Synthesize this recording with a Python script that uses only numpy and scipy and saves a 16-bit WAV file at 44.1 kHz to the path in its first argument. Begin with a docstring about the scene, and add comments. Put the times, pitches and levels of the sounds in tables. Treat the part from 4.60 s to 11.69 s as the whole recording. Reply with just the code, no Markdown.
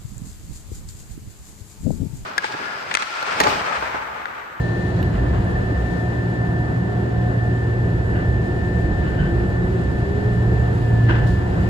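"""In the driver's cab of an electric train that gathers speed.
The body rumbles and the wheels roar under a machine's hum and a thin whine; both sag twice in pitch
with their power supply. Brake air fades, the controller clicks, valves puff and the couplings jolt.
The gears sing a slowly rising note, wheels knock over rail joints and a wheel's rim chirps on the rail."""
import sys
import numpy as np
from scipy import signal
from scipy.fft import rfft, irfft
from scipy.io import wavfile
from scipy.ndimage import uniform_filter1d

SR = 44100
rng = np.random.default_rng(int(sys.argv[2]) if len(sys.argv) > 2 else 0)


def store_wav(level_fs):
    """Save 16-bit WAV to argv[1]."""
    pcm = np.round(np.clip(np.atleast_2d(level_fs), -1, 1) * 32767)
    wavfile.write(sys.argv[1], SR, pcm.T.astype(np.int16))


N = 312669
T = np.arange(N) / SR
HZ = np.fft.rfftfreq(N, 1 / SR)


def amp(db):
    """Turns decibels into a gain to multiply by."""
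    return 10 ** (np.asarray(db) / 20)

def unit(x):
    """Scales a signal to an average strength (rms) of one."""
    return x / np.sqrt(np.mean(x ** 2) + 1e-20)

def curve(rows, column=1):
    """Joins the points of a time table with straight lines."""
    rows = np.array(rows, float)
    return np.interp(T, rows[:, 0], rows[:, column])

def shape(points):
    """Joins the points of a frequency table, giving each octave equal room."""
    f, value = np.transpose(points)
    return np.interp(np.log(HZ + 1), np.log(f + 1), value)

def spectrum(points):
    """A gain for each frequency, falling steeply beyond the table's ends."""
    lowest_hz, highest_hz = points[0][0], points[-1][0]
    return amp(shape(points)) / (1 + (HZ / highest_hz) ** 4) / (1 + (lowest_hz / (HZ + 1)) ** 4)

def resonance(hz, width_hz):
    """A peak around a frequency at which something likes to ring."""
    return 1 / (1 + (2 * (HZ - hz) / width_hz) ** 2)

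def drift(rate_hz):
    """A smooth random wobble of strength one."""
    return unit(irfft(rfft(rng.standard_normal(N)) / (1 + (HZ / rate_hz) ** 4), N))

def swell(depth_db, rate_hz):
    """A gain that wanders at random."""
    return amp(depth_db * drift(rate_hz))

def burst(start, attack_s, t60, hold_s=0):
    """A gain that rises, holds, then fades by 60 dB in t60 seconds (the fade time)."""
    age = T - start
    rise = np.clip(age / attack_s, 0, 1)
    return rise * np.exp(-np.log(1000) * np.maximum(age - attack_s - hold_s, 0) / t60)

def angle(hz):
    """The growing angle whose sine is a tone of the given pitch."""
    return 2 * np.pi * (np.cumsum(hz) / SR + rng.random())

def steadied(x, share, span_s):
    """Evens out the slow swells of a noise; a share of 1 evens them most."""
    power = uniform_filter1d((x ** 2).mean(0), max(int(span_s * SR), 2))
    return unit(x / uniform_filter1d(power, SR // 50) ** (np.clip(share, 0, 1) / 2))

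# sound that reaches both ears together: f/Hz, share
SHARED_SOUND = [(100, 1), (150, 0.92), (210, 0.97), (300, 0.56), (400, 0.57), (520, 0), (750, 0.16),
                (1100, 0)]
# how much of the treble is alike on both sides, a little later on the left: f/Hz, share
LATE_SOUND = [(600, 0), (1200, 0.99), (1600, 0), (2200, 0.73), (3600, 0.15), (5800, 0.031), (7200, 1)]
# how much louder the left side is: f/Hz, level/dB
LEFT_LEAN = [(60, -3.5), (120, 1.5), (230, -1), (440, 1), (850, -0.5), (1650, 1.5), (3200, 3), (6200, 0.5),
             (12000, -0.5)]
def noise(gain):
    """Stereo noise: alike on both sides in the bass; higher up, partly alike, with the left side a little
    behind the right."""
    source, other = rfft(rng.standard_normal((2, N)))
    lag_s = 12 / SR
    alike = shape(SHARED_SOUND) + shape(LATE_SOUND) * np.exp(-2j * np.pi * HZ * lag_s)
    alike = alike / np.maximum(abs(alike) / .995, 1)
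    left = alike * source + np.sqrt(1 - abs(alike) ** 2) * other
    lean = amp(shape(LEFT_LEAN) / 2)
    return unit(irfft(np.array([left * lean, source / lean]) * gain, N))


# frequencies that the cab boosts: f/Hz, width/Hz, boost/dB
CAB_RESONANCES = [(66, 8, 3), (94, 7, 6), (124, 6, 3), (176, 12, 3), (198, 14, 3), (277, 12, 4),
                  (303, 16, 3), (343, 16, 4), (366, 20, 3), (400, 22, 4), (468, 28, 5), (520, 24, 3),
                  (702, 22, 4), (745, 30, 3), (808, 20, 3), (915, 50, 3), (1215, 30, 3), (1400, 70, 2),
                  (1555, 50, 3), (2030, 40, 5), (2480, 90, 2), (2740, 70, 3), (2930, 90, 4), (3350, 130, 3),
                  (4050, 160, 2), (4600, 140, 2), (5750, 220, 2), (6520, 120, 3), (7330, 200, 2)]
# tone colours of the body, panels, wheels, their rolling faces and the rails: f/Hz, level/dB
BODY_COLOUR = [(12, -25), (22, -24), (32, -12), (45, -8.5), (57, 0.5), (68, 1.5), (84, -4.5), (98, 0),
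               (125, -12.5), (180, -29)]
PANEL_COLOUR = [(90, -11), (112, 3.5), (135, 3), (160, 0), (180, 3), (200, -3), (235, -9), (300, -10),
                (420, -17)]
ROAR_COLOUR = [(150, -5.5), (240, 6), (300, 3.5), (390, 3.5), (450, -1), (560, 0), (720, -1), (800, -6),
               (1000, -7), (1200, -8.5), (1550, -10), (1950, -11), (2250, -25.5), (3500, -65)]
TREAD_COLOUR = [(250, -18.5), (340, 3.5), (480, -2.5), (600, -8.5), (900, -15), (1200, -18.5)]
HISS_COLOUR = [(1400, -7), (2200, 6), (2900, 2), (3200, -0.5), (3700, 0), (4300, -2), (5000, -1.5),
               (5600, -5.5)]
FIZZ_COLOUR = [(6000, 1), (7300, 3.5), (8400, 0), (9600, 2), (11000, -3.5), (12500, -2), (14000, -16.5)]
# loudness of the body's shaking and of the wheels' rolling faces: t/s, level/dB
BODY_LEVELS = [(0, -30), (.3, -28), (.45, -22), (.75, -23), (1.15, -28.5), (1.4, -30), (1.9, -35.5),
               (3.1, -25.5), (3.4, -24), (4.8, -21.5), (5.15, -25.5), (6, -21.5), (6.45, -24), (7.09, -24)]
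TREAD_LEVELS = [(0, -41.5), (1.6, -72), (2.4, -34), (3.5, -34), (4.5, -35), (5.8, -36), (7.09, -40.5)]
# loudness along the ride: t/s, panel drone/dB, wheel roar/dB, rail hiss/dB
RIDE_LEVELS = [(0, -29.5, -28.5, -46), (.5, -24, -28.5, -47), (1.3, -27.5, -29, -47),
               (2, -24.5, -29.5, -49), (3.2, -28, -30.5, -48.5), (4.5, -25, -29.5, -47.5),
               (5.3, -25, -30, -47.5), (6.3, -25, -29.5, -46.5), (6.85, -26, -28.5, -47.5),
               (7.09, -21, -28, -45)]
def running_noise():
    """The body rumbles, panels drone, wheels roar and rails hiss, all coloured by the cab."""
    cab = amp(sum(db * resonance(hz, width) for hz, width, db in CAB_RESONANCES))
    drone_db, roar_db, hiss_db = (curve(RIDE_LEVELS, column) for column in (1, 2, 3))
    rumble = steadied(noise(spectrum(BODY_COLOUR) * cab), share=.75, span_s=.13)
    rumble *= amp(curve(BODY_LEVELS)) * swell(depth_db=1.56, rate_hz=3.5)
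    drone = steadied(noise(spectrum(PANEL_COLOUR) * cab), share=1, span_s=.25)
    drone *= amp(drone_db) * swell(.2, 5.3)
    roar_flutter, hiss_flutter = swell(.6, 12), swell(.5, 20)
    roar = noise(spectrum(ROAR_COLOUR) * cab) * amp(roar_db) * roar_flutter
    tread = noise(spectrum(TREAD_COLOUR) * cab) * amp(curve(TREAD_LEVELS)) * swell(1, 6.8)
    hiss = noise(spectrum(HISS_COLOUR) * cab) * amp(hiss_db) * hiss_flutter
    fizz = noise(spectrum(FIZZ_COLOUR) * cab) * amp(hiss_db - 12) * swell(.8, 14)
    return rumble + drone + roar + tread + hiss + fizz

# notes of the pipe that lets out the brake air: f/Hz, width/Hz, level/dB
PIPE_RESONANCES = [(2030, 160, 8), (3350, 200, -2), (4000, 260, 1), (4430, 280, -1), (5750, 300, -7),
                   (6530, 150, -4), (8800, 700, -12)]
def brake_air():
    """Air whistles out through a pipe and dies away."""
    pipe = noise(sum(amp(db) * resonance(hz, width) for hz, width, db in PIPE_RESONANCES))
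    return amp(-51.5) * burst(0, attack_s=1 / SR, t60=1.6, hold_s=.39) * pipe

# puffs of air: t/s, level/dB, rise time/s, fade time/s
VALVE_PUFFS = [(1.17, -52, .17, 0.99), (6.655, -45, 0.018, 0.57)]
# tone colour of escaping air: f/Hz, level/dB
AIR_COLOUR = [(2000, -11), (3200, 12), (4500, 7), (7500, -1.5), (11500, -3), (15000, -22)]
def valves():
    """Twice a valve lets out a little hissing air."""
    flow = sum(amp(db) * burst(start, attack, t60) for start, db, attack, t60 in VALVE_PUFFS)
    return noise(spectrum(AIR_COLOUR)) * flow

# the short tones that make up a click: f/Hz, level/dB, fade time/s
CLICK_TONES = [(2890, 4, .015), (3800, 1, .01), (5300, -9, .007), (6850, -11, .006), (8800, -10, .006),
               (11900, -6, .0076), (14700, -6, .007)]
def controller():
    """The driver's lever clicks into a notch, a little to the right."""
    age = np.maximum(T - .4283, 0)
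    click = sum(amp(db - 60 * age / t60) * np.sin(2 * np.pi * hz * age) for hz, db, t60 in CLICK_TONES)
    return amp(-33) * click * amp([[-1.5], [1.5]])

# steady tones of fans and electrics: f/Hz, width/Hz, level/dB
FAN_TONES = [(76.5, 4, -33), (152, 5, -41), (300.7, 8, -45), (361, 4, -38), (600, 3, -50), (664, 6, -52),
             (866, 4, -55), (1083, 6, -61)]
# tone from the ripple in the motors' current: t/s, level/dB
RIPPLE_LEVELS = [(0, -65), (.75, -38), (1.7, -44.5), (2.3, -38), (2.8, -36.5), (3.1, -47), (4.5, -40.5),
                 (5.1, -49.5), (7.09, -41.5)]
def fans_and_motors():
    """Fans and motors buzz at pitches that stay put, each a narrow band of noise."""
    fans = sum(amp(db) * steadied(noise(resonance(hz, width) ** 2), share=.61, span_s=.26)
               for hz, width, db in FAN_TONES)
    ripple = steadied(noise(resonance(hz=722, width_hz=9.6)), share=.56, span_s=.19)
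    return fans + amp(curve(RIPPLE_LEVELS)) * ripple

# pitch of the whine, sagging and recovering with the power supply: t/s, f/Hz
WHINE_PITCH = [(0, 1783), (.28, 1782), (.4, 1770), (.7, 1761), (.9, 1771), (1.3, 1781), (1.7, 1776),
               (3.2, 1775.5), (3.6, 1773), (4.15, 1779), (5.15, 1775), (6.05, 1777), (6.33, 1755),
               (6.55, 1748), (6.77, 1757), (7.09, 1781)]
# swells and brief dips of the whine: t/s, level/dB
WHINE_LEVELS = [(0, -.3), (.29, 0), (.355, -7), (.41, 1), (.47, 1), (.52, -5), (.6, -.5), (.73, -2),
                (.82, -5), (.91, 1), (1.2, -1.5), (1.4, .7), (2.1, .8), (2.3, -2.5), (2.5, -3.5),
                (2.65, -1), (2.8, 1.8), (3.3, -.7), (3.4, -3.5), (3.52, 1.3), (3.93, -.7), (4.05, 1.7),
                (4.3, 1.5), (4.65, -.3), (5.06, 1), (5.12, -4), (5.27, -.7), (5.45, -1.3), (6.05, 0),
                (6.15, -1), (6.4, 0), (6.78, .5), (6.9, -1.5), (7.09, -2.5)]
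# the cab's pattern of loud and quiet spots (a standing wave): f/Hz, left/dB, right/dB, left lead/rad
STANDING_WAVE = [(1748, -34, -35, -1.1), (1762, -39, -39, 1.6), (1766, -41, -41, 2.3),
                 (1773, -35, -34.5, 3.8), (1776, -35, -37, 4.2), (1780, -32.5, -42, 4.3),
                 (1783, -31.5, -37.5, 5.3)]
def whine():
    """A thin tone, rougher after each jolt; its pitch moves the loud and quiet spots in the cab."""
    hz = curve(WHINE_PITCH)
    pitches, *columns = np.transpose(STANDING_WAVE)
    left_db, right_db, lead = (np.interp(hz, pitches, column) for column in columns)
    turn = angle(hz) + .12 * drift(25)
    shake = np.max([burst(start, JOLT_RISE_S, t60=1.1) for start, *_ in COUPLING_JOLTS], axis=0)
    # the wave between the two sides wanders slowly
    left = amp(left_db) * swell(.95, 15) * np.sin(turn + lead + .2 * drift(5))
    right = amp(right_db) * swell(.95, 15) * np.sin(turn)
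    # the shaking cab scatters a little of the tone
    scatter = np.array([drift(50) * np.sin(turn) + drift(50) * np.cos(turn) for side in range(2)])
    level = amp(curve(WHINE_LEVELS)) * swell(depth_db=2.2 * shake, rate_hz=34)
    return level * (np.sqrt(2) * np.array([left, right]) + amp(-51) * (1 + 2 * shake) * scatter)

def shaft_speed():
    """Turns per second: the heavy shaft follows the same supply dips as the whine, but late."""
    normal_shaft_hz, normal_whine_hz, lag_s = 57.8, 1776, .29
    sag = curve(WHINE_PITCH) / normal_whine_hz - 1
    memory = np.exp(-1 / (lag_s * SR))
    return normal_shaft_hz * (1 + signal.lfilter([1 - memory], [1, -memory], sag))

# the main hum, at twice the shaft speed: t/s, level/dB
HUM_LEVELS = [(0, -25), (.5, -26.5), (1.05, -25), (1.3, -29.5), (1.8, -23), (2.25, -25), (2.8, -19),
              (3.8, -25), (4.15, -26.5), (4.8, -27.5), (5.1, -22.5), (5.55, -29), (5.8, -18.5),
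              (6.1, -21.5), (6.35, -15), (7.09, -25.5)]
# weaker tones of the shaft: multiple of its speed, start level/dB, end level/dB
SHAFT_TONES = [(1, -43, -33), (3, -34.5, -37), (4, -50, -55)]
def machine_hum():
    """A spinning helper machine shakes the cab at multiples of its shaft speed."""
    turn = angle(shaft_speed())
    hum = amp(curve(HUM_LEVELS)) * swell(.66, 5.8) * np.sin(2 * turn + .13 * drift(3.1))
    for multiple, start_db, end_db in SHAFT_TONES:
        level = amp(np.linspace(start_db, end_db, N)) * swell(2.5, 8.7)
        hum += level * np.sin(multiple * turn + .54 * drift(4.4))
    return np.sqrt(2) * hum * amp([[-.5], [.5]])

# notes of a wheel: f/Hz, width/Hz, level/dB
WHEEL_RESONANCES = [(1570, 220, 11), (2900, 500, -4.5)]
def wheel_ring():
    """A wheel rings when it is shaken at random."""
    return noise(sum(amp(db) * resonance(hz, width) for hz, width, db in WHEEL_RESONANCES))

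# slips of the wheel's guiding rim (the flange): t/s, level/dB, hold time/s, f/Hz
FLANGE_SLIPS = [(4.45, -48, 0.12, 1535), (4.581, -34, .025, 1502), (4.634, -41, 0.044, 1536)]
def flange_chirp():
    """The rim rasps along the rail, shakes the wheel and briefly catches in a wavering squeal."""
    rasp, squeal = np.zeros((2, N))
    for start, db, hold_s, hz in FLANGE_SLIPS:
        rub = amp(db) * burst(start, attack_s=.0093, t60=.23, hold_s=hold_s)
        turn = angle(hz + 22.1 * drift(60))
        rasp = np.maximum(rasp, rub)
        squeal += rub * (np.sin(turn) + amp(-11) * np.sin(2 * turn))
    return wheel_ring() * rasp + amp(-1.5) * squeal

# wheels hitting joints in the rail: t/s, clank/dB, thud/dB, clank fade time/s
JOINT_HITS = [(3.539, -36.5, -46, 0.27), (3.571, -47.5, -40, 0.3), (4.425, -38.5, -34, 0.71),
              (4.593, -40, -17, 0.32), (6.455, -42, -27, .3), (6.483, -24, -28, 0.25),
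              (6.535, -40, -34, .26), (6.61, -52, -19.5, 0.3)]
# tone colours of the clank and the thud: f/Hz, level/dB
CLANK_COLOUR = [(150, -10), (240, 5), (310, 13), (420, -1), (624, 1), (750, -2), (900, 1.5), (1060, 1),
                (1250, -2.5), (1560, 3), (1800, -1.5), (2010, 0), (2200, -10), (2750, -9.5), (2900, -7.5),
                (3100, -14), (3380, -13.5), (3700, -19), (4300, -21.5), (6000, -31), (10000, -45)]
THUD_COLOUR = [(24, -13), (40, -14), (62, 3), (85, -9), (140, 1), (300, -40), (800, -57)]
# notes of loose parts on the frame that holds the wheels: f/Hz, width/Hz, boost/dB
FRAME_RESONANCES = [(1620, 60, 4), (2010, 50, 3), (2540, 60, 3), (2930, 70, 4)]
def rail_joints():
    """A wheel drops into a joint with a dull thud; it rings, and its frame clanks and rattles on."""
    rise_s = .018
    clank, thud = np.zeros((2, N))
    for start, clank_db, thud_db, t60 in JOINT_HITS:
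        lingering = amp(-8) * burst(start, rise_s, t60=.67)
        clank += amp(clank_db) * (burst(start, rise_s, t60) + lingering)
        thud += amp(thud_db) * burst(start, rise_s, t60=.48)
    frame = amp(sum(db * resonance(hz, width) for hz, width, db in FRAME_RESONANCES))
    rattle = noise(spectrum(CLANK_COLOUR) * frame) * swell(depth_db=1.8, rate_hz=70)
    metal = rattle + amp(-7) * wheel_ring()
    bass = steadied(noise(spectrum(THUD_COLOUR)), share=.98, span_s=.023)
    return clank * metal + thud * bass

JOLT_RISE_S = .02
# jolts of the links between cars: t/s, clatter/dB, boom/dB, boom f/Hz, clatter fade time/s
COUPLING_JOLTS = [(.385, -58, -21, 89, .3), (.53, -31.5, -14.5, 58, 0.36), (.64, -40, -11.5, 66, .79),
                  (.72, -36, -19, 62, .7), (.85, -56, -18.5, 72, .5), (.92, -44, -23, 44, .4),
                  (1.085, -42, -22.5, 105, .25), (1.14, -54, -16, 58, .3)]
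# tone colour of their dull clatter: f/Hz, level/dB
CLATTER_COLOUR = [(300, -15), (600, 2), (850, -4), (1150, 2), (1450, -7), (1900, -6), (2300, -16),
                  (3000, -14.5), (5000, -32)]
def couplings():
    """As the motors start to pull, the links between the cars clatter and the body booms."""
    clatter, boom = np.zeros((2, N))
    for start, clatter_db, boom_db, hz, t60 in COUPLING_JOLTS:
        clatter += amp(clatter_db) * burst(start, JOLT_RISE_S, t60)
        body_tone = np.sin(angle(hz + 3 * drift(8.9)))
        boom += amp(boom_db) * burst(start, attack_s=.057, t60=.5) * body_tone
    return clatter * noise(spectrum(CLATTER_COLOUR)) * swell(depth_db=1.5, rate_hz=56) + boom

# pitch of the gear teeth meeting, rising with the speed: t/s, f/Hz
GEAR_PITCH = [(0, 90), (3.5, 245), (4.3, 305), (4.75, 345), (5.1, 375), (5.45, 398), (5.65, 417), (6, 444),
              (6.45, 470), (7.09, 515)]
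# moments when the car rings along with the gears: t/s, length/s, level/dB
GEAR_SWELLS = [(4.3, .18, -34), (4.76, .18, -31.5), (5.11, .16, -31), (5.45, .26, -34.5), (5.7, .26, -34),
               (5.97, .18, -36)]
def gears():
    """The gear teeth sing a climbing note that swells and fades on its way up."""
    turn = angle(curve(GEAR_PITCH)) + .4 * drift(7)
    note = np.array([swell(2, 14) * np.sin(turn + .4 * drift(12)) for side in range(2)])
    swells = sum(amp(db) * np.exp(-(2 * (T - peak) / length) ** 2) for peak, length, db in GEAR_SWELLS)
    return np.sqrt(2) * (amp(-45) + swells) * note


def scene():
    """Everything that is heard in the cab: the lasting sounds plus the short ones."""
    lasting = running_noise() + machine_hum() + whine() + fans_and_motors() + gears()
    return lasting + couplings() + rail_joints() + flange_chirp() + brake_air() + valves() + controller()

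def record(dry):
    """Cuts away the very highest treble."""
    cutoff_hz = 15700
    low_pass = signal.firwin(511, cutoff_hz, window=("kaiser", 9), fs=SR)
    return signal.oaconvolve(dry, low_pass[None], "same")


dry = scene()
out = record(dry)
store_wav(out)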